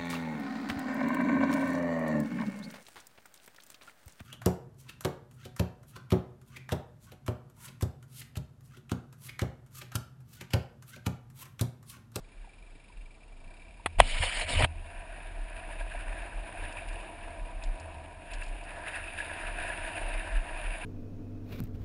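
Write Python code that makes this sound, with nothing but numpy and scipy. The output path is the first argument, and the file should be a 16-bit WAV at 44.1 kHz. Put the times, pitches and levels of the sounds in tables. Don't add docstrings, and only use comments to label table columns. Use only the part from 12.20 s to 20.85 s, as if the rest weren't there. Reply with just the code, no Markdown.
import sys
import numpy as np
from scipy import signal
from scipy.fft import rfft, irfft, next_fast_len
from scipy.io import wavfile
from scipy.ndimage import uniform_filter1d

SR = 44100
rng = np.random.default_rng(int(sys.argv[2]) if len(sys.argv) > 2 else 0)


def transcribe(signal):
    frames = np.atleast_2d(signal).T
    limited = np.clip(frames, -1, 1)
    pcm = np.round(limited * 32767).astype(np.int16)
    wavfile.write(sys.argv[1], SR, pcm)


N = 381465

# (time [s], tyre roll [dB], wind whistle [dB], wind hiss [dB])
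COASTING = [(0.0, -72, -86, -75), (0.248, -70, -66, -66), (0.39, -70, -79, -70.5), (0.69, -70, -70, -68.5),
            (0.998, -66.5, -84, -73), (1.288, -61.5, -70, -73), (1.63, -63, -74, -65.5)]
ROLLING = [(2.5, -58, -64, -58), (2.7, -53, -57, -55.5), (2.86, -52.5, -55, -55), (3.24, -52.5, -56, -56),
           (3.54, -51, -56.5, -53), (3.9, -47.5, -49, -51), (4.23, -48, -53, -52.5),
           (4.47, -46.5, -49.5, -48), (4.59, -48, -53, -49.5), (4.76, -47.5, -56.5, -52.5),
           (5.05, -48, -54, -52), (5.22, -50, -60.5, -56.5), (5.84, -49, -59, -57),
           (6.08, -52, -57.5, -55.5), (6.23, -51, -58, -55), (6.39, -52, -60.5, -54),
           (6.56, -47.5, -50, -54), (6.73, -47.5, -45, -49), (6.85, -49, -47.5, -47.5),
           (7.0, -47.5, -47, -46), (7.16, -45, -45, -47.5), (7.45, -44.5, -41.5, -44),
           (7.79, -43, -46, -44.5), (8.0, -45, -44.5, -45), (8.2, -46, -48.5, -50), (8.65, -46, -50, -46.5)]


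def ride():
    # (peak time [s], relative level [dB], dying time [s])
    gravel_patches = [(3.37, 2, 0.022), (3.53, 3, 0.033), (3.61, 4.5, 0.016), (3.68, -5, 0.016),
                      (3.72, -1, 0.036), (3.81, 2.5, 0.017), (3.99, 1, 0.033), (4.38, -3, .04),
                      (4.28, 2.5, 0.015), (4.45, -3, .03), (4.58, 1, .03), (4.8, -1, .04), (5.04, -9, .02),
                      (5.43, 2.5, 0.056), (5.75, -5, .02), (6.12, 6, 0.11), (6.222, 4.5, .03),
                      (6.35, -5, 0.018), (6.512, 2, 0.039), (6.57, 0, .02), (6.68, 5.5, .04),
                      (6.76, 5.5, 0.019), (6.99, 6, 0.068), (7.1, 0, 0.031), (7.2, -5, .03),
                      (7.28, -2, 0.021), (7.42, -8, 0.021), (7.49, 1.5, 0.044), (7.58, -10, 0.025),
                      (7.69, 2, 0.018), (7.78, -1, 0.033), (7.95, -3, 0.017), (8.17, 2, 0.021),
                      (8.38, 0, .05)]
    roll_db, whistle_db, hiss_db = curves(COASTING + ROLLING)
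    jolt = 1.7 * wobble(14) + 0.82 * wobble(45)
    crunch = np.sqrt(1 + swells(gravel_patches, rise_s=0.021, tail=0.66))
    return tyre_roll(roll_db, jolt, crunch) + wind(whistle_db, hiss_db, jolt, crunch)


def tyre_roll(roll_db, jolt, crunch):
    # (frequency [Hz], width [Hz], level [dB])
    roll_modes = [(313.5, 44, -9), (672, 104, -2), (959, 70, -6)]
    # (frequency [Hz], density [dB])
    rumble_spectrum = [(29, -7.5), (50, -14), (64, -11), (86, -10), (113, -18), (318, -22.5), (500, -28.5),
                       (650, -42), (1100, -120)]
    roll = filtered(gritty(grit=1.0, rate=38), modes(roll_modes, steep=1.146))
    roll *= amp(0.38 * jolt + 0.95 * wobble(25))
    rumble = coloured_noise(N, shape(rumble_spectrum))
    return amp(roll_db) * crunch ** 0.44 * unit(roll) + amp(0.55 * roll_db - 28) * rumble


def wind(whistle_db, hiss_db, jolt, crunch):
    # (frequency [Hz], width [Hz], level [dB])
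    whistle_peak = [(1658, 360, 0)]
    hiss_peaks = [(2456, 570, -0.5), (2675, 330, -4), (3660, 500, -15.5), (4850, 250, -21.5),
                  (7100, 420, -24.5), (8300, 370, -19), (9450, 770, -11), (10400, 960, -16)]
    whistle = filtered(gritty(grit=0.76, rate=55), modes(whistle_peak, steep=1.54))
    whistle *= amp(1.15 * jolt + 0.24 * wobble(25))
    hiss = filtered(patchy(gritty(grit=0.78, rate=71), depth_db=1.5), modes(hiss_peaks, steep=1.95))
    hiss *= amp(0.56 * jolt)
    return amp(whistle_db) * crunch ** 1.1 * unit(whistle) + amp(hiss_db) * crunch ** 1.26 * unit(hiss)


def mount():
    # (peak time [s], level [dB], dying time [s])
    sway_bumps = [(.04, -47.5, 0.05), (.21, -41, .06), (.41, -49, .08), (.55, -48, 0.054),
                  (.81, -39.5, 0.056), (1.05, -54, 0.077), (1.14, -46, .06), (1.28, -45, 0.096),
                  (1.45, -49, 0.083), (1.61, -51, 0.053), (1.82, -28, 0.076), (1.95, -28.5, 0.071),
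                  (2.07, -29, 0.022), (2.19, -32.5, 0.043), (2.38, -27.5, 0.064), (2.58, -39.5, 0.068),
                  (2.8, -39, 0.033), (2.91, -43, 0.13), (3.08, -40.5, 0.14), (3.23, -34, 0.072),
                  (3.36, -42, .05), (3.48, -34.5, 0.086), (3.63, -33, 0.09), (3.79, -33.5, .05),
                  (3.9, -33.5, 0.054), (4.02, -39, .06), (4.17, -35, 0.077), (4.41, -37.5, 0.076),
                  (4.56, -41, .07), (4.7, -35, .06), (4.82, -41, 0.036), (5.06, -45, 0.051),
                  (5.23, -35.5, .06), (5.38, -37.5, .05), (5.49, -30.5, 0.05), (6.16, -35, 0.12),
                  (6.29, -35.5, 0.13), (6.5, -47, .08), (6.82, -46, .08), (7.01, -49, 0.09),
                  (7.28, -37, 0.096), (7.39, -38, 0.12), (7.64, -38, 0.071), (7.86, -33, .05),
                  (7.97, -33, .05), (8.17, -23.5, 0.038), (8.34, -35, 0.067), (8.48, -33, 0.093),
                  (8.64, -37, .06)]
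    hum_jolts = [(1.28, -61, 0.045), (1.47, -60, 0.07), (1.675, -43.5, 0.091), (1.8, -30, .03),
                 (2.03, -34.5, 0.026), (2.19, -52, .04), (2.26, -41.5, .04), (2.38, -26.5, 0.052),
                 (2.46, -35, 0.12), (2.82, -54, 0.088), (3.12, -54, .1), (3.37, -56, .08),
                 (3.52, -48.5, 0.036), (3.68, -60, .1), (3.93, -52, 0.092), (4.17, -54, 0.092),
                 (4.43, -47, .05), (4.6, -48, 0.11), (4.75, -49, 0.055), (5.06, -48.5, .08),
                 (5.23, -51, 0.054), (5.35, -53.5, 0.25), (5.61, -45.5, 0.24), (5.76, -51, .1),
                 (5.88, -47, 0.035), (6.07, -60, .04), (6.19, -49, 0.049), (6.55, -51.5, 0.046),
                 (6.82, -46.5, 0.029), (6.96, -45, 0.031), (7.13, -49.5, .05), (7.39, -52, 0.18),
                 (7.85, -55, .05), (7.95, -52, .04), (8.07, -44.5, 0.045), (8.22, -51, .06),
                 (8.43, -57, 0.047), (8.55, -53, .1)]
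    sway = np.sin(2 * np.pi * np.cumsum(33 + 5 * wobble(14)) / SR)
    sway += 0.27 * coloured_noise(N, modes([(29.2, 11.4, 0)], steep=1.85))
    hum = np.sin(2 * np.pi * np.cumsum(79 + 3 * wobble(12)) / SR)
    hum += 0.24 * coloured_noise(N, modes([(76, 32, 0)], steep=2.2))
    roll_db = curves(COASTING + ROLLING)[0]
    sway_gain = np.sqrt(swells(sway_bumps, rise_s=0.047, tail=1.44) + amp(0.16 * roll_db - 45) ** 2)
    hum_gain = np.sqrt(swells(hum_jolts, rise_s=0.02, tail=1) + amp(roll_db - 13.5) ** 2)
    return sway_gain * unit(sway) + hum_gain * unit(hum)


def glove_taps():
    # (time [s], level [dB], hold [s], t60 [s], relative shell ring [dB])
    blows = [(1.6597, -14.5, 0.00081, 0.029, -12.5), (1.8010, -2.5, 0.0026, 0.008, 0.5),
             (2.422, -17, .0005, 0.043, -15), (2.4438, -12.5, 0.0011, 0.017, -16),
             (2.448, -21.5, 0.00073, 0.014, -7)]
    # (frequency [Hz], level [dB])
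    shell_modes = [(610, -18), (725, 2), (880, -2.5), (1960, -9)]
    crack_spectrum = [(760, 3.5), (1300, 4), (1910, 2), (2650, 0), (3340, -1.5), (4400, -14.5), (5170, -26),
                      (5850, -31), (6930, -33), (8360, -8), (10900, -10), (14200, -50), (22000, -120)]
    out, t = np.zeros(N), np.arange(SR // 10) / SR
    shell = sum(amp(db) * np.sin(2 * np.pi * hz * t) for hz, db in shell_modes)
    for s, db, hold, t60, shell_db in blows:
        envelope = amp(db - 60 * np.maximum(t - hold, 0) / t60) * (1 - np.exp(-t / 0.0006))
        crack = coloured_noise(len(t), shape(crack_spectrum))
        add(out, s, envelope * (amp(-5.5) * crack + amp(shell_db) * shell))
    return signal.sosfilt(signal.butter(2, 350, "high", fs=SR, output="sos"), out)


def glove_wipe():
    # (time [s], scrape [dB], fizz [dB], shell [dB], thrum [dB])
    strokes = [(1.781, -80, -85, -75, -75), (1.787, -43, -52, -38, -40), (1.797, -33, -38, -40, -48),
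               (1.806, -38, -44, -35, -38), (1.815, -37, -46, -51, -34), (1.833, -44.5, -49, -43, -47),
               (1.9, -41, -43, -50, -55), (1.97, -40.5, -45.5, -45.5, -53),
               (2.01, -38.5, -43.5, -45.5, -55), (2.035, -28, -36.5, -34.5, -52),
               (2.065, -35, -40, -39, -55), (2.1, -36.5, -43.5, -52, -58), (2.195, -35, -38.5, -41, -55),
               (2.24, -40, -44.5, -42.5, -55), (2.259, -45.5, -57, -52, -71),
               (2.297, -37.5, -38.5, -41.5, -41), (2.339, -37, -38.5, -36, -44),
               (2.362, -38.5, -43, -43.5, -47), (2.407, -30.5, -38, -29, -40), (2.433, -34, -42, -37, -32),
               (2.449, -27, -40, -30, -33), (2.468, -80, -64, -52, -46)]
    # (frequency [Hz], density [dB])
    scrape_spectrum = [(710, -36), (1200, -13), (1560, -11), (1750, -8), (2360, -1), (2580, -9.5),
                       (3030, -4.5), (3470, -26), (3800, -42), (4940, -52), (8360, -120)]
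    fizz_spectrum = [(2120, -8), (3600, 2), (4500, -1.5), (4980, -3.5), (6080, -17), (6900, -7),
                     (8420, -3.5), (9330, 2.5), (10000, -2.5), (10900, -22), (14200, -51), (22000, -120)]
    scrape_db, fizz_db, shell_db, thrum_db = curves(strokes, edge=-120)
    slips = patchy(gritty(grit=0.61, rate=79), depth_db=2.5)
    scrape = filtered(slips, shape(scrape_spectrum))
    fizz = filtered(slips, shape(fizz_spectrum))
    shell = filtered(slips, modes([(636, 400, -1.5), (956, 160, -4.5)], steep=3.6))
    thrum = filtered(slips, modes([(125, 69, 1), (254, 66, -3)], steep=1.5))
    return (amp(scrape_db) * unit(scrape) + amp(fizz_db) * unit(fizz)
            + amp(shell_db) * unit(shell) + amp(thrum_db) * unit(thrum))


def glove_shoves():
    # (time [s], peak [dB], half length of the bump [s])
    pushes = [(1.6608, -26, 0.00068), (1.805, -14, 0.0078), (2.008, -23, 0.0032), (2.439, -15.5, 0.0029)]
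    out, t = np.zeros(N), np.arange(N) / SR
    for s, db, half in pushes:
        offset = (t - s) / half
        out += amp(db) * (1 - offset ** 2) * np.exp(-0.5 * offset ** 2)
    return out


def rattles():
    # (time [s], relative level [dB], t60 [s])
    part_ticks = [(4.5256, -40, 0.04), (4.6848, -39, 0.043), (4.7287, -42, 0.043), (4.804, -47, 0.04),
                  (5.4365, -32, 0.044), (5.5987, -32, 0.024), (6.1345, -30, 0.045), (6.1494, -43, 0.04),
                  (6.2327, -39, 0.068), (6.2632, -43, 0.05), (6.2794, -43, 0.071), (6.4373, -41, 0.04),
                  (6.6782, -45, 0.07), (6.8379, -48.5, 0.04), (6.9894, -45, 0.07)]
    # (frequency [Hz], density [dB])
    tick_spectrum = [(2000, -20), (3200, 1.5), (5000, -0.5), (6000, -5), (7200, -1.5), (9000, -10),
                     (11000, -18)]
    # (time [s], relative level [dB], pitch [Hz])
    mount_knocks = [(0.244, -40, 930), (.273, -40, 775), (0.553, -39, 290), (.699, -42.5, 980),
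                    (1.597, -38, 946), (3.609, -28.5, 1635), (3.71, -33, 1670), (3.968, -42, 1500),
                    (4.349, -26.5, 690), (4.554, -33, 960), (6.222, -27.5, 2680), (6.742, -25, 2680),
                    (6.838, -36, 2550), (6.88, -25, 2560), (6.986, -24, 1690), (7.002, -16.5, 1694),
                    (7.099, -23, 1700), (7.5, -19, 1670)]
    out, t = np.zeros(N), np.arange(SR // 20) / SR
    for s, db, t60 in part_ticks:
        tick = coloured_noise(len(t), shape(tick_spectrum))
        add(out, s, amp(db - 10.5) * struck(t, rise_s=0.0007, t60=t60) * tick)
    for s, db, hz in mount_knocks:
        add(out, s, amp(db - 3.5) * struck(t, rise_s=0.0018, t60=0.038) * np.sin(2 * np.pi * hz * t))
    return out


def freewheel():
    # (time [s], click rate [1/s], level [dB])
    ratchet = [(0, 24.2, -57), (.75, 22.6, -54), (1.15, 23, -56.5), (1.36, 36, -50.5), (1.65, 30, -58),
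               (1.78, 42, -52)]
    # (frequency [Hz], width [Hz], level [dB])
    click_peaks = [(2365, 96, 2), (2680, 160, -6), (3760, 250, -15.5), (4930, 310, -18.5), (7800, 390, -22),
                   (9480, 450, -14.5)]
    out, t = np.zeros(N), np.arange(SR // 20) / SR
    envelope = struck(t, rise_s=0.0027, t60=0.076)
    rate, level_db = curves(ratchet)
    teeth_passed = np.cumsum(rate[:round(ratchet[-1][0] * SR)]) / SR
    for i in np.flatnonzero(np.diff(teeth_passed // 1)):
        late, softer, which_ring, detune = rng.standard_normal(4)
        hz = (2670 if which_ring > 0.6 else 2340) + 40 * detune
        puff = coloured_noise(len(t), modes(click_peaks, steep=1.26))
        click = envelope * (0.83 * np.sin(2 * np.pi * hz * t) + 0.99 * puff)
        add(out, abs(i / SR + 0.11 * late / rate[i]), amp(level_db[i] - 0.5 * softer) * click)
    return out


def noise_floor():
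    # (frequency [Hz], density [dB])
    floor_spectrum = [(29, -41), (50, -7.5), (113, -10.5), (668, -19.5), (1250, -25), (2110, -26),
                      (2410, -36), (3160, -28), (4960, -34.5), (5940, -37), (6800, -35), (9540, -38),
                      (10900, -50), (14200, -81), (22000, -120)]
    return amp(-62) * coloured_noise(N, shape(floor_spectrum))


def amp(db):
    return 10 ** (np.asarray(db) / 20)


def unit(x):
    return x / np.sqrt(np.mean(x ** 2) + 1e-20)


def curves(rows, edge=None):
    s, *cols = np.transpose(rows)
    return [np.interp(np.arange(N) / SR, s, c, edge, edge) for c in cols]


def wobble(rate):
    return np.interp(np.arange(N) * rate / SR, np.arange(2000), rng.standard_normal(2000))


def struck(t, rise_s, t60):
    return amp(-60 * t / t60) * (1 - np.exp(-t / rise_s))


def swells(rows, rise_s, tail):
    t = np.arange(N) / SR
    power = np.zeros(N)
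    for s, db, fall in rows:
        drop = np.where(t < s, ((t - s) / rise_s) ** 2, (abs(t - s) / fall) ** tail)
        power += amp(2 * db) * np.exp(-2 * drop)
    return power


def filtered(x, response):
    m = next_fast_len(len(x) + 8192)
    return irfft(rfft(x, m) * response(np.fft.rfftfreq(m, 1 / SR)), m)[:len(x)]


def shape(points):
    f, db = np.transpose(points)
    return lambda hz: amp(np.interp(np.log(hz + 1), np.log(f), db, -120, -120))


def modes(table, steep):
    return lambda f: np.sqrt(sum(amp(2 * db) / (1 + ((f * f - c * c) / (f * w + 1)) ** 2) ** steep
                                 for c, w, db in table))


def coloured_noise(n, response):
    return unit(filtered(rng.standard_normal(n), response))


def gritty(grit, rate):
    grains = (rng.random(N) < rate / SR) * rng.random(N)
    return rng.standard_normal(N) * (1 + grit * signal.oaconvolve(grains, np.hanning(400), "same"))


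def patchy(x, depth_db):
    spectra = signal.stft(x, nperseg=256)[2]
    field = uniform_filter1d(rng.standard_normal(spectra.shape), size=3, axis=0)
    field = uniform_filter1d(field, size=8, axis=1)
    return signal.istft(spectra * amp(depth_db * unit(field)), nperseg=256)[1][:N]


def add(track, s, sound):
    part = track[round(s * SR):][:len(sound)]
    part += sound[:len(part)]


def scene():
    trail = ride() + noise_floor() + mount()
    glove = glove_wipe() + glove_taps() + glove_shoves()
    return (trail + glove + freewheel() + rattles())[None]


def record(dry):
    # (frequency [Hz], width [Hz], gain [dB])
    dead_spots = [(6000, 342, -16), (7600, 130, -3), (10740, 90, -29)]
    top_hz = 11120
    notched = filtered(dry[0],
                      lambda hz: amp(sum(db * np.exp(-((hz - c) / w) ** 2) for c, w, db in dead_spots)))
    clipped = notched / (1 + np.abs(notched) ** 8) ** (1 / 8)
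    return filtered(clipped, lambda hz: 1 / (1 + np.exp(np.clip((hz - top_hz) / 25, -50, 50))))[None]


dry = scene()
out = record(dry)
transcribe(out)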